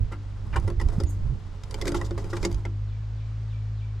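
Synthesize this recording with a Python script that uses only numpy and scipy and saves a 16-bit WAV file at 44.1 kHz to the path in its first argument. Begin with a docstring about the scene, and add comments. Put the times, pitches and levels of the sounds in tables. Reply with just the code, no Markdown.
"""A bird hops along a small roofed wooden feeder, flaps across its rim and settles, close by.
Its claws catch and slip on the wood, so they tick and scratch while the boards knock and ring.
Its feathers rustle and swish over the wood, and moving air bumps the microphone.
Behind it a far engine drones, probably a mower, and other birds call faintly across the garden."""
import sys
import numpy as np
from scipy import signal
from scipy.fft import next_fast_len
from scipy.io import wavfile
from scipy.ndimage import uniform_filter1d

SR = 44100
rng = np.random.default_rng(int(sys.argv[2]) if len(sys.argv) > 2 else 0)


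def transcribe(signal):
    """Save signal, clipped to [-1, 1], as a 16-bit WAV file at the path in sys.argv[1]."""
    frames = np.atleast_2d(signal).T
    limited = np.clip(frames, -1, 1)
    pcm = np.round(limited * 32767).astype(np.int16)
    wavfile.write(sys.argv[1], SR, pcm)


N = 176400
T = np.arange(N) / SR

# tone colours: how strong each frequency is (frequency [Hz], relative level [dB])
HUSH_COLOUR = [(20,-18),(200,10),(700,1),(1100,0.5),(2400,-6.5),(4800,-10.5),(7200,-17.5),(9000,-27),(12000,-36.5),(15500,-64)]  # outdoor air
RASP_COLOUR = [(5000,-35),(7500,0),(9500,-8),(13000,-9),(14500,-30)]  # a passing bird's rasp
WIND_COLOUR = [(10,1),(40,6),(90,-1),(140,-6.5),(210,-16.5),(320,-28.5),(700,-41.5),(2000,-86)]  # wind on the microphone
FEATHER_COLOUR = [(200,-16),(380,3),(600,3.5),(1200,0.5),(2700,-22.5),(5200,-23),(9000,-22.5),(13000,-34),(15500,-48)]  # feathers brushing wood
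TICK_COLOUR = [(500,-24),(2000,-16),(3200,-2.5),(5200,-2.5),(7500,-5),(10000,-21),(12500,-19.5),(15500,-40)]  # a claw's bright tick
RAP_COLOUR = [(200,-33),(500,1),(1100,4.5),(1600,-1),(2200,-6.5),(2900,-12),(5000,-30),(16000,-57)]  # the duller rap on the rim

# the far engine's speed and loudness (time [s], firing rate [Hz], relative level [dB])
ENGINE_RUN = [(0,50.3,-36.5),(.8,49.96,-32.5),(1.15,49.26,-29),(1.42,46.28,-42.5),(1.7,47.47,-39),(2.05,50.2,-31),(2.5,50.74,-33.5),(2.75,51,-29.5),(3.05,53.1,-31.5),(3.4,53.9,-30.5),(4,52.57,-30.5)]
# the tones in its drone (multiple of the firing rate, relative level [dB])
ENGINE_TONES = [(1,-5.5),(2,-1.5),(3,-23)]
# far birds' whistles (time [s], relative level [dB])
WHISTLES = [(2.858,-60),(3.146,-60),(3.47,-57),(3.755,-57)]
# each whistle's steep drop and low tail (time into the note [s], pitch [Hz])
WHISTLE_PITCH = [(0,4800),(.046,3400),(.065,2350),(.125,2250)]
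# a passing bird's call (time [s], length [s], relative level [dB], start pitch [Hz], end pitch [Hz])
PASSING_CALLS = [(1.064,.058,-49,6900,6350)]
# gusts on the microphone (time [s], relative level [dB])
GUSTS = [(0,-23.5),(.14,-43.5),(.45,-36.5),(.6,-24.5),(.74,-33),(.88,-27),(1.15,-35),(1.31,-26.5),(1.42,-38.5),(1.72,-39.5),(1.93,-31.5),(2.08,-35.5),(2.55,-33.5),(2.7,-44.5),(4,-54.5)]
# low bumps of air and the swaying feeder (time [s], relative level [dB], pitch [Hz], length [s])
BUMPS = [(.002,-24,96.7,0.042),(.555,-18,62.5,0.045),(.632,-21.5,92,0.058),(0.756,-25,66.6,0.047),(0.835,-18.5,69.6,0.05),(0.98,-14.5,140,0.01),(1.033,-15,71.4,0.032),(1.257,-18.5,102,0.02),(1.295,-24.5,129,.05),(2.519,-23,49,0.068)]
# the notes the boards ring at (pitch [Hz], relative level [dB], time for a knock to fade by 60 dB [s])
BOARD_NOTES = [(186.9,-5.5,0.3),(230.5,-15.5,0.37),(290,-10,0.61),(345,-0.5,0.23),(401,-0.5,0.14),(428,1,0.051),(533,-5,0.088),(575.6,-6.5,0.089),(678,-10.5,0.087),(1144,-17.5,0.13)]
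# the sharp, high notes of claw on wood (pitch [Hz], relative level [dB])
TICK_NOTES = [(2150,3.5),(2440,-3.5),(3280,-1),(3970,-8.5),(4680,2),(5070,-5),(6520,-8.5),(7670,-9.5),(9260,-3.5)]
# the rustle of wings and body (time [s], relative level [dB])
RUSTLE = [(0,-63),(.45,-54.5),(.55,-47),(.65,-47.5),(.76,-59),(.94,-39),(.97,-45),(1.08,-53),(1.6,-58.5),(1.78,-45),(1.88,-42.5),(1.98,-38.5),(2.14,-51),(2.2,-46),(2.27,-44.5),(2.34,-38.5),(2.5,-45),(2.62,-52),(2.8,-81)]
# wing and tail feathers sweeping along the wood (time [s], length [s], relative level [dB])
SWEEPS = [(1.857,0.043,-47),(1.947,0.038,-42.5),(2.037,0.041,-49),(2.166,0.066,-57),(2.295,0.027,-50),(2.348,0.034,-53),(2.405,0.081,-49.5)]
# light taps of a claw tip (time [s], relative level [dB])
TAPS = [(.598,-50),(.885,-45),(1.035,-42),(1.635,-43.5),(1.709,-41),(1.889,-42),(2.514,-46),(2.5255,-46),(2.5437,-44)]
# claws landing on wood, with relative levels
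# (time [s], rap [dB], knock [dB], tick [dB], rap pitch [Hz], scratch fade time [s])
CLAW_HITS = [(0.114,-38,-39,-51,1320,0.014),(0.528,-35.5,-47,-62,1860,0.014),(0.557,-24.5,-33,-37.5,1503,0.008),(.674,-37.5,-30.5,-44.5,760,0.0073),(0.7,-38,-35.5,-45.5,1040,0.0028),(0.7968,-35,-42,-43.5,2000,0.0052),(.811,-34,-38,-42,1940,0.0055),(0.9984,-37.5,-30.5,-37.5,1350,0.006),(1.7421,-36,-40.5,-33.5,3100,0.0018),(1.812,-36.5,-42,-32,2120,0.004),(1.8216,-34.5,-33,-35,2070,0.00096),(1.8542,-40,-28.5,-37,2230,0.0022),(1.868,-34.5,-32.5,-35.5,1590,0.0059),(1.8772,-37,-29,-28,2420,0.0033),(1.9184,-39.5,-31.5,-38,1530,0.002),(1.943,-28,-26,-37.5,1315,0.0065),(2.0130,-30,-36,-40,1930,0.0013),(2.1067,-37.5,-30,-45.5,717,0.0035),(2.1761,-37,-33,-43,1105,0.0048),(2.2405,-44,-37.5,-47.5,1140,0.0037),(2.3288,-31.5,-29,-44,1450,0.0069),(2.366,-36.5,-45,-38.5,1580,0.0048),(2.4286,-37,-31,-35,1270,0.0019),(2.4379,-34.5,-30,-42,2110,0.0047),(2.4488,-27.5,-25.5,-25.5,2174,0.0031),(2.651,-33,-36.5,-44,2083,0.0034)]

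RAP_DB, KNOCK_DB, TICK_DB = -2.5, -2, -2.5  # added to the levels in CLAW_HITS
CLEAN_SCRATCH_S = 0.005  # longer scratches lose their clean ring
RIM_T60, ROOF_T60, GARDEN_T60 = 0.024, 0.059, 0.6  # a T60 is the seconds taken to fade by 60 dB


def amp(db):
    """Turns decibels into a number to multiply a sound by."""
    return 10 ** (np.asarray(db) / 20)


def unit(x):
    """Scales a sound to an average power of 1."""
    return x / np.sqrt(np.mean(x ** 2) + 1e-20)


def unit_peak(x, size):
    """Scales a sound so its loudest stretch of `size` samples has an average power of 1."""
    return x / np.sqrt(uniform_filter1d(x ** 2, size).max() + 1e-20)


def curve(rows, column=1):
    """Joins a table's points with straight lines, giving a value for every sample."""
    rows = np.array(rows)
    return np.interp(T, rows[:, 0], rows[:, column])


def add(mix, start, sound):
    """Mixes a sound in at `start` seconds."""
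    part = mix[max(round(start * SR), 0):][:len(sound)]
    part += sound[:len(part)]


def colour(x, points):
    """Gives a sound a tone colour, with no ringing before the sound starts."""
    size = next_fast_len(len(x) + 4096)
    hz, db = np.transpose(points)
    log_hz = np.log(abs(np.fft.fftfreq(size, 1 / SR)) + 1)
    log_gain = np.log(amp(np.interp(log_hz, np.log(hz), db)))
    response = np.exp(np.conj(signal.hilbert(log_gain)))
    return np.fft.ifft(np.fft.fft(x, size) * response).real[:len(x)]


def resonate(x, hz, width_hz):
    """Makes a sound ring at one pitch; a narrower width rings longer."""
    fade = np.exp(-np.pi * abs(width_hz) / SR)
    return 2 * signal.lfilter([1 - fade], [1, -fade * np.exp(2j * np.pi * hz / SR)], x).real


def drift(rate, size=N):
    """Glides to a new random value `rate` times a second."""
    targets = rng.standard_normal(size // 8 + 2)
    return np.interp(np.arange(size) * rate / SR, np.arange(len(targets)), targets)


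def stereo(shared, side, side_db, left_db):
    """Adds `side` on the left and subtracts it on the right; `left_db` tips the balance left."""
    side = amp(side_db) * side
    return np.array([(shared + side) * amp(left_db / 2), (shared - side) * amp(-left_db / 2)])


def noise(points):
    """Steady noise with a given tone colour."""
    return unit(colour(rng.standard_normal(N), points))


def echoes(x, t60):
    """A dying cloud of reflections, different at each ear."""
    t = T[:SR // 2]
    tail = rng.standard_normal((2, len(t))) * amp(-60 * t / t60) * (t > .001)
    return signal.fftconvolve(x[None], tail / np.linalg.norm(tail[0]), axes=1)[:, :N]


def garden():
    """The steady hush of outdoor air."""
    hush = stereo(noise(HUSH_COLOUR), noise(HUSH_COLOUR), side_db=-6, left_db=1)
    return hush * amp(-55.5 + .5 * drift(3.5))


def engine():
    """The low, slightly wavering drone of a far engine whose speed sags and recovers."""
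    firings = np.cumsum(curve(ENGINE_RUN) * (1 + 0.0032 * drift(9.77))) / SR
    drone = sum(amp(db + .7 * drift(3.3)) * np.sin(2 * np.pi * (multiple * firings + rng.random()))
                for multiple, db in ENGINE_TONES)
    drone = np.sqrt(2) * drone * amp(curve(ENGINE_RUN, column=2))
    return drone * amp([[.3], [-.3]])  # a little to the left


def far_birds():
    """Falling whistles, blurred by the garden's echoes."""
    song, length = np.zeros(N), WHISTLE_PITCH[-1][0]
    tone = np.sin(2 * np.pi * np.cumsum(curve(WHISTLE_PITCH)) / SR)
    note = (np.sin(np.pi * T / length) * tone)[T < length]
    for start, db in WHISTLES:
        add(song, start, amp(db) * note)
    return .6 * song + echoes(song, GARDEN_T60)


def passing_bird(buzz_hz=800):
    """A thin, falling note that turns into a buzzing rasp and echoes in the garden."""
    call = np.zeros(N)
    for start, length, db, start_hz, end_hz in PASSING_CALLS:
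        progress = np.arange(0, 1, 1 / (length * SR))
        pitch = start_hz + (end_hz - start_hz) * progress
        tone = np.sin(2 * np.pi * np.cumsum(pitch) / SR) * amp(-7 * progress)
        puffs = rng.standard_normal(len(progress)) * (1 + np.cos(2 * np.pi * buzz_hz * length * progress))
        rasp = unit(colour(puffs, RASP_COLOUR)) * np.sin(np.pi * progress ** 2.2) ** 2  # swells late
        swell = np.sqrt(np.sin(np.pi * progress))
        add(call, start, amp(db) * swell * (tone + amp(-4) * rasp))
    return call + echoes(call, t60=.2)


def wind():
    """Gusts rumble on the microphone, with soft, low bumps of air and the swaying feeder."""
    bumps = np.zeros(N)
    for start, db, hz, length in BUMPS:
        t = np.arange(0, length, 1 / SR)
        swell = np.sin(np.pi * t / length)
        add(bumps, start, amp(db) * swell * np.sin(2 * np.pi * hz * (t - length / 2)))
    level = amp(curve(GUSTS) + 1.2 * drift(25.08) + 0.5)
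    return stereo(bumps + level * noise(WIND_COLOUR), level * noise(WIND_COLOUR), side_db=-13, left_db=-6)


def ticking(force, width_hz=220):
    """The bright sound of something small and hard on wood; each spot rings a little differently."""
    ring = np.zeros(len(force))
    for hz, db in TICK_NOTES:
        hz = hz * (1 + .045 * rng.standard_normal())
        db = db + 4 * rng.standard_normal()
        ring += amp(db) * resonate(resonate(force, hz, width_hz), hz, 10 * width_hz)
    return unit(colour(force, TICK_COLOUR)) + unit(ring)


def feather_rustle(crackles_per_s=900):
    """Feathers brush the wood in uneven strokes that stir the boards, with a fine crackle of ticking seeds."""
    force = rng.standard_normal(N) * amp(3 * drift(70) + 3.6 * drift(1800))  # strokes and finer grain
    brush = unit(colour(force, FEATHER_COLOUR))
    boards = sum(amp(db) * resonate(force, hz, 0.84 / t60) for hz, db, t60 in BOARD_NOTES)
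    crackle = ticking(rng.standard_normal(N) * (rng.random(N) < crackles_per_s / SR))
    return (brush + amp(-0.5) * unit(boards) + amp(-15) * unit(crackle)) * amp(curve(RUSTLE) - 7.5)


def feather_sweeps():
    """Stiff feathers drag over the wood: a grainy swish that swells and fades."""
    out = np.zeros(N)
    for start, length, db in SWEEPS:
        progress = np.arange(0, 1, 1 / (length * SR))
        grains = rng.standard_normal(len(progress)) * amp(3 * drift(885, len(progress)))
        swish = unit(colour(grains, TICK_COLOUR)) + 0.56 * unit(colour(grains, RAP_COLOUR))
        add(out, start, amp(db) * np.sin(np.pi * progress) * swish)
    return out


def scratch(t, fade_s):
    """A claw catches and slips: a short, grainy burst of force. Long scratches start softly."""
    grains = rng.standard_normal(len(t)) * amp(0.5 * drift(1552, len(t)))
    age = t / fade_s
    rise = np.minimum(age / 0.64, 1) ** 2
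    return grains * rise * np.exp(-age)


def claw_taps():
    """Claw tips touch down too lightly to stir the boards."""
    out, t = np.zeros(N), T[:SR // 10]
    for start, db in TAPS:
        force = scratch(t, fade_s=0.0021)
        tap = ticking(force) + 1.03 * unit(colour(force, RAP_COLOUR))
        add(out, start, amp(db) * unit_peak(tap, 180))
    return out


def rim_rap(t, hz, fade_s):
    """A claw scrapes the rim and makes it ring; long scratches give a rougher, weaker note."""
    scrape = colour(scratch(t, fade_s), RAP_COLOUR)
    scrape = scrape + echoes(scrape, t60=0.058)[0, :len(t)]
    phase = 2 * np.pi * (hz * t + rng.random())
    roughness = (fade_s / CLEAN_SCRATCH_S) ** 2 / 2 * drift(465, len(t))
    ring = np.sin(phase + roughness) * amp(-60 * t / RIM_T60) * (1 - np.exp(-t / fade_s))
    return unit(scrape) + 0.86 * min(CLEAN_SCRATCH_S / fade_s, 1) * unit(ring)


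def board_knock(t, rise_s=0.0043):
    """The struck boards ring with several fading notes, in a different blend each time."""
    ring = np.zeros(len(t))
    for hz, db, t60 in BOARD_NOTES:
        level = amp(db + 2.94 * rng.standard_normal() - 60 * t / t60)
        ring += level * np.sin(2 * np.pi * (hz * t + rng.random()))
    return ring * (1 - np.exp(-t / rise_s))


def claw_hits():
    """Each landing claw makes a bright tick, a rap on the rim and a slower knock of the boards."""
    out, t = np.zeros(N), T[:SR // 3]
    for start, rap_db, knock_db, tick_db, hz, fade_s in CLAW_HITS:
        tick = amp(tick_db + TICK_DB) * unit_peak(ticking(scratch(t, fade_s)), 180)
        rap = amp(rap_db + RAP_DB) * unit_peak(rim_rap(t, hz, fade_s), 180)
        knock = amp(knock_db + KNOCK_DB) * unit_peak(board_knock(t), 600)
        add(out, start, tick + rap + knock)
    return out


def scene():
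    """The bird in the garden feeder, whose roof echoes and whose walls reflect differently each side."""
    bird = claw_hits() + claw_taps() + feather_rustle() + feather_sweeps()
    walls = echoes(colour(bird, [(800, -13.5), (3000, 1)]), t60=0.023)[0]  # mostly the highs bounce back
    roof = amp(ROOF_DB := -7) * echoes(bird, ROOF_T60)
    feeder = stereo(bird, walls, side_db=-12, left_db=0.5) + roof
    return feeder + wind() + engine() + garden() + far_birds() + passing_bird()


def record(dry):
    """Cuts away the very highest treble, above 15600 Hz."""
    treble_cut = signal.firwin(511, 15600, window=("kaiser", 9), fs=SR)
    return signal.oaconvolve(dry, treble_cut[None], "same")


dry = scene()
out = record(dry)
transcribe(out)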